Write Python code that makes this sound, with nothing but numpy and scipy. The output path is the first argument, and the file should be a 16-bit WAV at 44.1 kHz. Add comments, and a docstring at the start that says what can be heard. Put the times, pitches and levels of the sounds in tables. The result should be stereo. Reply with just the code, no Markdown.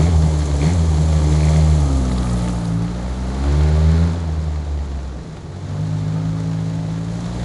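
"""A small old four-cylinder 4x4 blips its throttle twice, pulls away from the kerb and changes up once.
The tailpipe booms in low multiples of the firing rate, barks in higher ones and rasps in puffs of noise.
A loose exhaust shield buzzes under load, the block hums, and the valve gear ticks and hisses in pulsed noise.
Noise bursts crack dry leaves and grit under the tyres, leaves rustle, house fronts echo the exhaust,
and a faint steady noise is the street."""
import sys
import numpy as np
from scipy import signal
from scipy.fft import rfft, irfft, next_fast_len
from scipy.io import wavfile

SR = 44100
rng = np.random.default_rng(int(sys.argv[2]) if len(sys.argv) > 2 else 0)


def to_wav(sig):
    """Store sig (one row per channel, or 1-D mono) as 16-bit WAV at the path in sys.argv[1].

    Samples outside -1..1 are clipped; the rate is SR.
    """
    pcm = np.clip(np.atleast_2d(sig), -1, 1) * 32767
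    pcm = np.round(pcm).astype(np.int16)
    wavfile.write(sys.argv[1], SR, pcm.T)  # frames by channels


N = 328104

# colour of the street: pitch_hz, relative level_db
STREET_COLOUR = [(20, -8), (45, -1), (70, 6.5), (120, -5.5), (155, 5.5), (200, -5), (290, -5), (400, -11),
                 (900, -36), (2000, -34.5)]
# how alike left and right are in the noises: pitch_hz, likeness 0-1
LIKENESS = [(60, 1), (180, 1), (350, 0.9), (700, 0.89), (1300, 0.57), (2000, 0.75), (2800, 0.59),
            (3600, 0.76), (7000, 0.8), (10000, 0.73)]
# how far the sound leans to the left: start_s, lean (1 = the port tables as they stand)
LEAN = [(0, 1.1), (1.8, 0.97), (2.3, 0.6), (3.2, 0.25), (3.6, 1.26), (4.4, 0.48), (5.6, 0.19), (7.44, 0.24)]
# left ahead of right at a lean of 1: pitch_hz, lead_radians
PORT_PHASE = [(40, 0.28), (90, 0.67), (150, 0.94), (300, 1.24), (900, 0.78), (1500, 0.25), (2300, 0.46),
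              (3200, 0.09), (10000, 0.096)]
# left louder than right at a lean of 1: pitch_hz, difference_db
PORT_BALANCE = [(60, 1), (110, 1), (190, 2.5), (340, 3), (620, 0.5), (1100, 4), (1970, 2), (3530, 1),
                (6320, 0.5), (11300, 0)]
CUTOFF_HZ = 11100

# leaves and grit cracking under the tyres: start_s, relative peak level_db, pitch_hz
CRACKS = [(2.053, -24, 6500), (2.114, -28, 2013), (2.12, -22.5, 4500), (2.182, -23, 4330),
          (2.231, -25, 4100), (2.27, -25, 2130), (2.297, -23.5, 4540), (2.33, -27, 7460),
          (2.458, -31, 2310), (2.477, -23, 1920), (2.483, -27, 2900), (2.484, -27, 8000),
          (2.586, -30, 7100), (2.654, -27, 4230)]
# dry leaves rustling under the tyres and in the car's wake: start_s, level_db before flutter
RUSTLE_LEVEL = [(0, -75), (1.9, -53), (2.35, -44), (2.6, -48), (2.9, -56.5), (4.0, -53), (4.4, -78),
                (7.44, -91)]
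# colour of the rustle: pitch_hz, relative level_db
RUSTLE_COLOUR = [(2000, -15), (7000, -5), (9000, -3), (11000, -2)]

# stabs of the pedal while standing: pressed_s, released_s, gain in firings_per_s
BLIPS = [(0.0, 0.108, 14), (.625, .755, 15)]
BLIP_ATTACK_S, BLIP_RELEASE_S, SPIN_DOWN_S = 0.029, 0.11, 0.025
# as the pedal snaps up after a blip, the boom swells once, deeper
SWELL_DELAY_S, SWELL_WIDTH_S = 0.048, 0.075
# engine speed without the blips: start_s, rate in firings_per_s
SPEED = [(0.0, 72.5), (0.22, 79.0), (0.45, 73.9), (0.6, 70.6), (0.85, 81.4), (0.96, 75.8), (1.08, 79.2),
         (1.27, 74.0), (1.58, 78.4), (1.79, 75.6), (2.05, 63.8), (2.32, 60.0), (2.54, 58.8), (2.77, 55.4),
         (3.06, 61.5), (3.35, 64.0), (3.58, 74.4), (3.9, 79.6), (4.11, 85.5), (4.18, 86.5), (4.26, 80.3),
         (4.56, 76.1), (5.13, 65.2), (5.44, 44.4), (5.85, 51.0), (6.34, 54.0), (6.89, 54.0), (7.44, 59.6)]
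# throttle without the blips; the pedal takes up the clutch, eases, pulls in first gear,
# lifts for the change and pulls gently in second: start_s, throttle 0-1
THROTTLE = [(0, 0.81), (.5, 0.79), (.95, 0.79), (1.5, 0.96), (1.9, 0.75), (2.5, 0.68), (2.75, 0.45),
            (3.25, 0.59), (3.5, 0.9), (4.04, 0.83), (4.22, 0.44), (4.8, .25), (5.52, 0.06), (5.75, 0.38),
            (7.05, .39), (7.44, 0.62)]
# the car draws away: start_s, share of the distant colour 0-1
FAR = [(0, .1), (1.7, 0.062), (2.48, 0.48), (2.8, 0.83), (4.2, 1), (6.9, 0.8), (7.44, 0.6)]
# sharply pulsed on an open throttle, only a rush on the overrun: start_s, pulsed share of the exhaust 0-1
PULSED = [(0, .48), (1.2, .52), (1.42, .85), (1.8, .8), (2.0, .42), (3.3, .5), (3.5, .85), (4.08, .85),
          (4.2, .12), (5.6, .12), (5.9, .66), (7.44, .62)]

# the engine block, in the open once the car has moved off: start_s, level_db
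BLOCK_LEVEL = [(0, -51), (1.6, -53), (1.9, -40.5), (2.5, -40), (3.2, -48.5), (4.2, -55), (5.5, -58.5),
               (6.2, -45), (7.44, -74)]
# modes of the block: pitch_hz, relative level_db, ring_s to fall 60 dB
BLOCK_MODES = [(653, -16.5, 0.076), (861, -5.5, 0.041), (1236, -2.5, 0.035)]
# modes of the loose exhaust shield: pitch_hz, relative level_db, ring_s to fall 60 dB
SHIELD_MODES = [(1900, -12, .012), (2123, -3, 0.025), (2287, 0, 0.015), (2520, -30, 0.021),
                (3400, -1.5, 0.0052), (4260, -4.5, 0.023)]
# colours of the valve gear, near and far: pitch_hz, relative level_db
CLATTER_NEAR = [(620, -5), (1050, -2), (1140, -0.5), (1400, -6), (1650, -3.5), (1930, -6), (2060, -5.5),
                (2220, -8), (2730, -10), (3250, -4.5), (3780, -6), (4170, -4), (5170, -11.5), (5500, -16),
                (7150, -31), (12100, -120)]
CLATTER_FAR = [(620, -36), (1050, -4), (1240, -7.5), (1390, -4.5), (2220, -11), (2770, -16.5),
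               (4110, -11.5), (5500, -24), (7150, -22), (12100, -120)]
HISS_NEAR = [(3120, -14), (5300, -3), (6250, 3.5), (7420, 3), (8560, -6), (10200, -3.5), (11000, -9.5),
             (14300, -41), (22000, -120)]
HISS_FAR = [(3120, -2.5), (5300, -1.5), (7080, -1.5), (8610, -9.5), (10500, -11.5), (11000, -16.5),
            (14300, -42), (22000, -120)]

# underbody panels: pitch_hz, width_hz, relative level_db
PANELS = [(436, 8.6, -0.5), (605, 16, -1.5), (695, 29, -5.5), (880, 66, -1), (1154, 40, 2)]
# colour of the rushing gas: pitch_hz, relative level_db
RASP_COLOUR = [(25, -40), (60, 1), (115, -2.5), (160, 10), (215, -5), (285, 3.5), (350, 0), (450, -2.5),
               (600, -4.5), (760, -5.5), (880, -9.5), (1050, -10), (1300, -21), (1800, -43)]
# response of the pipe to the higher multiples: pitch_hz, relative level_db
PIPE = [(300, -20), (365, 2.5), (450, 3.5), (530, 7), (620, 1.5), (780, 0.5), (900, -5), (1050, -10.5),
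        (1250, -8), (1600, -20.5), (2200, -13)]
# exhaust resonances through which the boom's partials glide: pitch_hz, relative level_db
SILENCER = [(45, -52), (53, -50), (60, -24), (72, -17.5), (80, -17), (92, -20), (112, -21), (135, -25),
            (148, -17.5), (160, -15.5), (175, -18.5), (195, -23.5), (220, -38.5), (240, -29), (270, -22),
            (298, -29), (318, -47.5), (340, -34.5), (365, -33), (410, -35.5), (445, -36)]
# the first five multiples of the firing rate: relative level_db at full throttle,
# drop_db with the throttle shut, change_db far away, change_db in the swell
PARTIALS = [(1.14, 3.5, 0.6, 5), (0, 11, -2.5, -3), (-3, 13, 1.35, -3.5), (3, 23.5, -5.5, -7),
            (0, 33, 4.5, 3)]
# overall course of the boom: start_s, relative level_db
BOOM_LEVEL = [(0, 0), (.55, -1.6), (1.1, -0.5), (1.8, 1), (2.45, 1), (2.6, 2), (2.78, 6.5), (2.97, -2),
              (3.35, -1.3), (3.5, 0), (4.02, 2), (4.15, -4), (5.07, -5), (5.16, -9), (5.35, -7),
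              (5.58, -0.5), (5.85, 4.5), (6.8, 2.5), (7.44, -1.8)]

# levels at full throttle, drops with the throttle shut, and losses far away (dB)
BARK_DB, RASP_DB, EXHAUST_DROP_DB = -31.04, -23, 17.5
CLATTER_DB, CLATTER_DROP_DB = -36, 14
HISS_DB, HISS_DROP_DB, HISS_FAR_LOSS_DB = -38, 11.5, 4.5
# the steep drop lets the shield buzz only when the engine pulls hard
BUZZ_DB, BUZZ_DROP_DB, BUZZ_FAR_LOSS_DB = -24.5, 79, 5


def from_db(db):
    """Decibels to gain."""
    return 10 ** (np.asarray(db) / 20)


def rms_one(x):
    """Scale to rms 1."""
    return x / np.sqrt(np.mean(x ** 2) + 1e-20)


def in_time(curve):
    """Read a two-column curve at every sample."""
    s, value = np.transpose(curve)
    return np.interp(np.arange(N) / SR, s, value)


def at_hz(points, hz):
    """Read a spectrum on a log-frequency axis."""
    f, value = np.transpose(points)
    return np.interp(np.log(hz + 1e-3), np.log(f + 1e-3), value)


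def filtered(x, response):
    """Apply a response, given as a function of Hz."""
    size = next_fast_len(N + 8192)
    hz = np.arange(size // 2 + 1) * SR / size
    return irfft(rfft(x, size) * response(hz), size)[..., :N]


def bandpassed(x, order, low_hz, high_hz):
    """Keep a band of pitches."""
    sos = signal.butter(order, [low_hz, high_hz], "band", fs=SR, output="sos")
    return signal.sosfilt(sos, x)


def drift(rate_hz):
    """Slow random wander of spread 1, made at a fortieth of the sample rate."""
    r = np.exp(-80 * np.pi * rate_hz / SR)
    slow = signal.lfilter([1], [1, -2 * r, r * r], rng.standard_normal(N // 40 + 2002))
    slow = rms_one(slow[2000:])  # past the settling
    return np.interp(np.arange(N) / 40, np.arange(len(slow)), slow)


def noise(spectrum):
    """Stereo noise of a given colour, falling steeply above its last point; its two sides differ by pitch."""
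    def colour(hz):
        return from_db(at_hz(spectrum, hz)) / np.maximum(hz / spectrum[-1][0], 1) ** 2

    def alike(hz):
        return np.clip(at_hz(LIKENESS, hz), 0, 1)

    mid = filtered(rng.standard_normal(N), lambda hz: colour(hz) * np.sqrt(1 + alike(hz)))
    side = filtered(rng.standard_normal(N), lambda hz: colour(hz) * np.sqrt(1 - alike(hz)))
    return np.array([mid + side, mid - side]) / mid.std()


def receding_noise(near_colour, far_colour, far):
    """Crossfade from the near colour to the distant one at equal power."""
    return np.sqrt(1 - far) * noise(near_colour) + np.sqrt(far) * noise(far_colour)


def ring(clicks, hz, t60):
    """A unit click sets a decaying sine ringing, of height 1 before decay."""
    r, w = from_db(-60 / (t60 * SR)), 2 * np.pi * hz / SR
    return signal.lfilter([0, np.sin(w)], [1, -2 * r * np.cos(w), r * r], clicks + 1e-18)


def puffs(turns, decay, steady, scatter_db):
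    """An envelope of rms 1 that jumps to a new height once a turn and dies away over a share of the turn."""
    height = from_db(scatter_db * rng.standard_normal(4096).clip(-2, 2))
    return rms_one(steady + height[turns.astype(int)] * np.exp(-(turns % 1) / decay))


def street():
    """A faint steady noise, strongest in the bass."""
    return from_db(-35) * noise(STREET_COLOUR)


def house_fronts(x):
    """Six dull echoes a side, each at its own delay."""
    x = bandpassed(x, 1, 250, 2500)
    lags = (rng.uniform(.02, .16, (2, 6)) * SR).astype(int)
    return from_db(-8) * np.array([sum(np.pad(x, (lag, 0))[:N] for lag in side) for side in lags])


def microphone_ports(x):
    """Sound from the left reaches the left port earlier and a little louder."""
    def lead(hz):
        return 1j * np.tan(at_hz(PORT_PHASE, hz) / 2) + np.tanh(at_hz(PORT_BALANCE, hz) * np.log(10) / 40)

    side = in_time(LEAN) * filtered(x.mean(axis=0), lead)
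    return x + np.array([side, -side])


def rustle():
    """Leaves brush together as fluttering, treble-heavy noise."""
    return from_db(in_time(RUSTLE_LEVEL) + 2.5 * drift(40)) * noise(RUSTLE_COLOUR)


def cracks():
    """Each leaf or bit of grit snaps as a short noise burst around its own pitch."""
    out, t = np.zeros((2, N)), np.arange(SR // 20) / SR
    for s, db, hz in CRACKS:
        burst = rng.standard_normal(len(t)) + 0.27 * rng.standard_normal((2, len(t)))
        burst = burst * np.exp(-t / 0.003)
        burst = bandpassed(burst, 2, hz / 1.24, min(hz * 1.13, SR / 2.2))
        start = int(s * SR)
        out[:, start:start + len(t)] += from_db(db - 1.5) * burst / abs(burst).max()
    return out


def driver():
    """A blip opens the throttle and the engine races, then spins down; gives firing rate, shut 0-1 and swell."""
    t = np.arange(N) / SR
    firing_hz, shut, swell = in_time(SPEED), 1 - in_time(THROTTLE), 0
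    for pressed, released, gain_hz in BLIPS:
        # the pedal is down at "pressed" and fully up at "released"
        pedal = np.clip(np.minimum(1 + (t - pressed) / BLIP_ATTACK_S, (released - t) / BLIP_RELEASE_S), 0, 1)
        spin_up = np.clip((t - pressed) / (released - pressed), 0, 1)
        spin_down = np.exp(-np.maximum(t - released, 0) / SPIN_DOWN_S)
        shut = shut * (1 - pedal) ** 2
        firing_hz = firing_hz + gain_hz * spin_up * spin_down
        swell = swell + np.exp(-((t - released - SWELL_DELAY_S) / SWELL_WIDTH_S) ** 2)
    return firing_hz, shut, swell


def block(firings):
    """Combustion knocks the engine block, which hums in a few modes."""
    knocks = rng.standard_normal(N) * puffs(firings, decay=1.0, steady=0.36, scatter_db=-1.5)
    hum = sum(from_db(db) * ring(knocks, hz, t60) for hz, db, t60 in BLOCK_MODES)
    return from_db(in_time(BLOCK_LEVEL)) * rms_one(hum)


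def valve_hiss(firings, shut, far):
    """The valves close between firings, each time with a puff of treble noise."""
    level_db = HISS_DB - HISS_DROP_DB * shut - HISS_FAR_LOSS_DB * far
    closing = puffs(firings + 0.26, decay=0.43, steady=2.5, scatter_db=6.5)
    return from_db(level_db) * receding_noise(HISS_NEAR, HISS_FAR, far) * closing


def valve_clatter(firings, shut, far):
    """The valve gear ticks as noise that jumps at every firing."""
    ticks = puffs(firings, decay=0.35, steady=1.95, scatter_db=5.5)
    clatter = receding_noise(CLATTER_NEAR, CLATTER_FAR, far)
    return from_db(CLATTER_DB - CLATTER_DROP_DB * shut) * clatter * ticks


def shield(firings, shut, far):
    """The loose sheet is knocked hard once per crank turn, softer by the firing between, and chatters each time."""
    chatter_s = 0.0035
    buzz_db = BUZZ_DB - BUZZ_DROP_DB * shut - BUZZ_FAR_LOSS_DB * far
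    count = (firings + .7).astype(int)
    knock_db = buzz_db - 2.0 * (count % 2) + rng.standard_normal(N)
    knocks = np.diff(count, prepend=0) * from_db(knock_db)
    contact = signal.lfilter([1], [1, -np.exp(-1 / (chatter_s * SR))], knocks + 1e-18) / np.sqrt(chatter_s * SR)
    chatter = contact * (rng.standard_normal(N) + 0.49 * rng.standard_normal((2, N)))
    push = 0.46 * knocks + chatter
    return sum(from_db(db) * ring(push, hz, t60) for hz, db, t60 in SHIELD_MODES)


def body(x):
    """Panels ring at their own fixed pitches, lifting whatever glides through them."""
    def peaks(hz):
        return 1 + sum(from_db(db) / (1 + 2j * (hz - centre) / width) for centre, width, db in PANELS)

    return rms_one(filtered(x, peaks))


def rasp(firings, shut, pulsed):
    """Gas rushes out as noise, swelling in a puff at every firing."""
    rush = from_db(RASP_DB - EXHAUST_DROP_DB * shut) * np.sqrt(1 - pulsed) * body(noise(RASP_COLOUR))
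    return rush * puffs(firings, decay=.55, steady=1.35, scatter_db=3)


def bark(firings, firing_hz, shut, pulsed):
    """Higher multiples glide through the pipe's response, fluttering as the gas flow breaks up."""
    angle = 2 * np.pi * (firings + .002 * drift(25))
    tone = 0
    for k in range(6, 23):
        level = from_db(at_hz(PIPE, k * firing_hz) + 2 * drift(6))
        smear = .3 * k * k + rng.normal(0, .8)  # phase in radians
        tone = tone + level * np.cos(k * angle + smear)
    return from_db(BARK_DB - EXHAUST_DROP_DB * shut) * np.sqrt(pulsed) * body(tone)


def partial_levels(firing_hz, shut, far, swell):
    """Each partial is loud where it meets an exhaust resonance; the upper ones need an open throttle."""
    course_db = in_time(BOOM_LEVEL)
    levels = []
    for k, (db, drop_db, far_db, swell_db) in enumerate(PARTIALS):
        resonance_db = at_hz(SILENCER, (k + 1) * firing_hz)
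        levels.append(course_db + resonance_db + db - drop_db * shut + far_db * far + swell_db * swell)
    return levels


def boom(firings, firing_hz, shut, far, swell, pulsed):
    """Low multiples of the firing rate, spread by the pipe; unequal cylinders add faint lines between them."""
    closed = np.clip((.82 - pulsed) / .33, 0, 1)
    # the pulse changes shape with firing rate and as the throttle closes (phase in radians)
    lag = .6 + .1 * (firing_hz - 77) - 2.3 * closed
    waver_db = 0.98 + 1.1 * closed * (1 - far)
    angle = 2 * np.pi * firings
    tone = 0
    for k, db in enumerate(partial_levels(firing_hz, shut, far, swell)):
        phase = k * lag + 1.022 * k * (k - 1)  # the second term is the pipe's dispersion
        tone = tone - from_db(db + waver_db * drift(13.3)) * np.cos((k + 1) * angle + phase)
    # lightly loaded, the engine fires less evenly
    cylinders = sum((1 + .7 * drift(4)) * np.cos(angle * k / 4 + k) for k in range(1, 3))
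    return np.sqrt(2) * tone * (1 + from_db(-32.5 + 5.4 * closed) * cylinders)


def scene():
    """The engine sounds are timed by the count of firings; throttle and distance shape them."""
    firing_hz, shut, swell = driver()
    firings = np.cumsum(firing_hz) / SR
    pulsed = in_time(PULSED)
    far = in_time(FAR).clip(0, 1)
    low = boom(firings, firing_hz, shut, far, swell, pulsed)
    high = bark(firings, firing_hz, shut, pulsed)
    exhaust = low + high + rasp(firings, shut, pulsed) + shield(firings, shut, far)
    valve_gear = valve_clatter(firings, shut, far) + valve_hiss(firings, shut, far)
    engine = exhaust + block(firings) + valve_gear
    ground = rustle() + cracks()
    echoes = house_fronts(high + from_db(-29) * low)
    return microphone_ports(engine + ground) + echoes + street()


def record(dry):
    """The top is cut steeply, within 80 Hz either side of the cutoff."""
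    return filtered(dry, lambda hz: np.clip((CUTOFF_HZ + 80 - hz) / 160, 0, 1))


dry = scene()
out = record(dry)
to_wav(out)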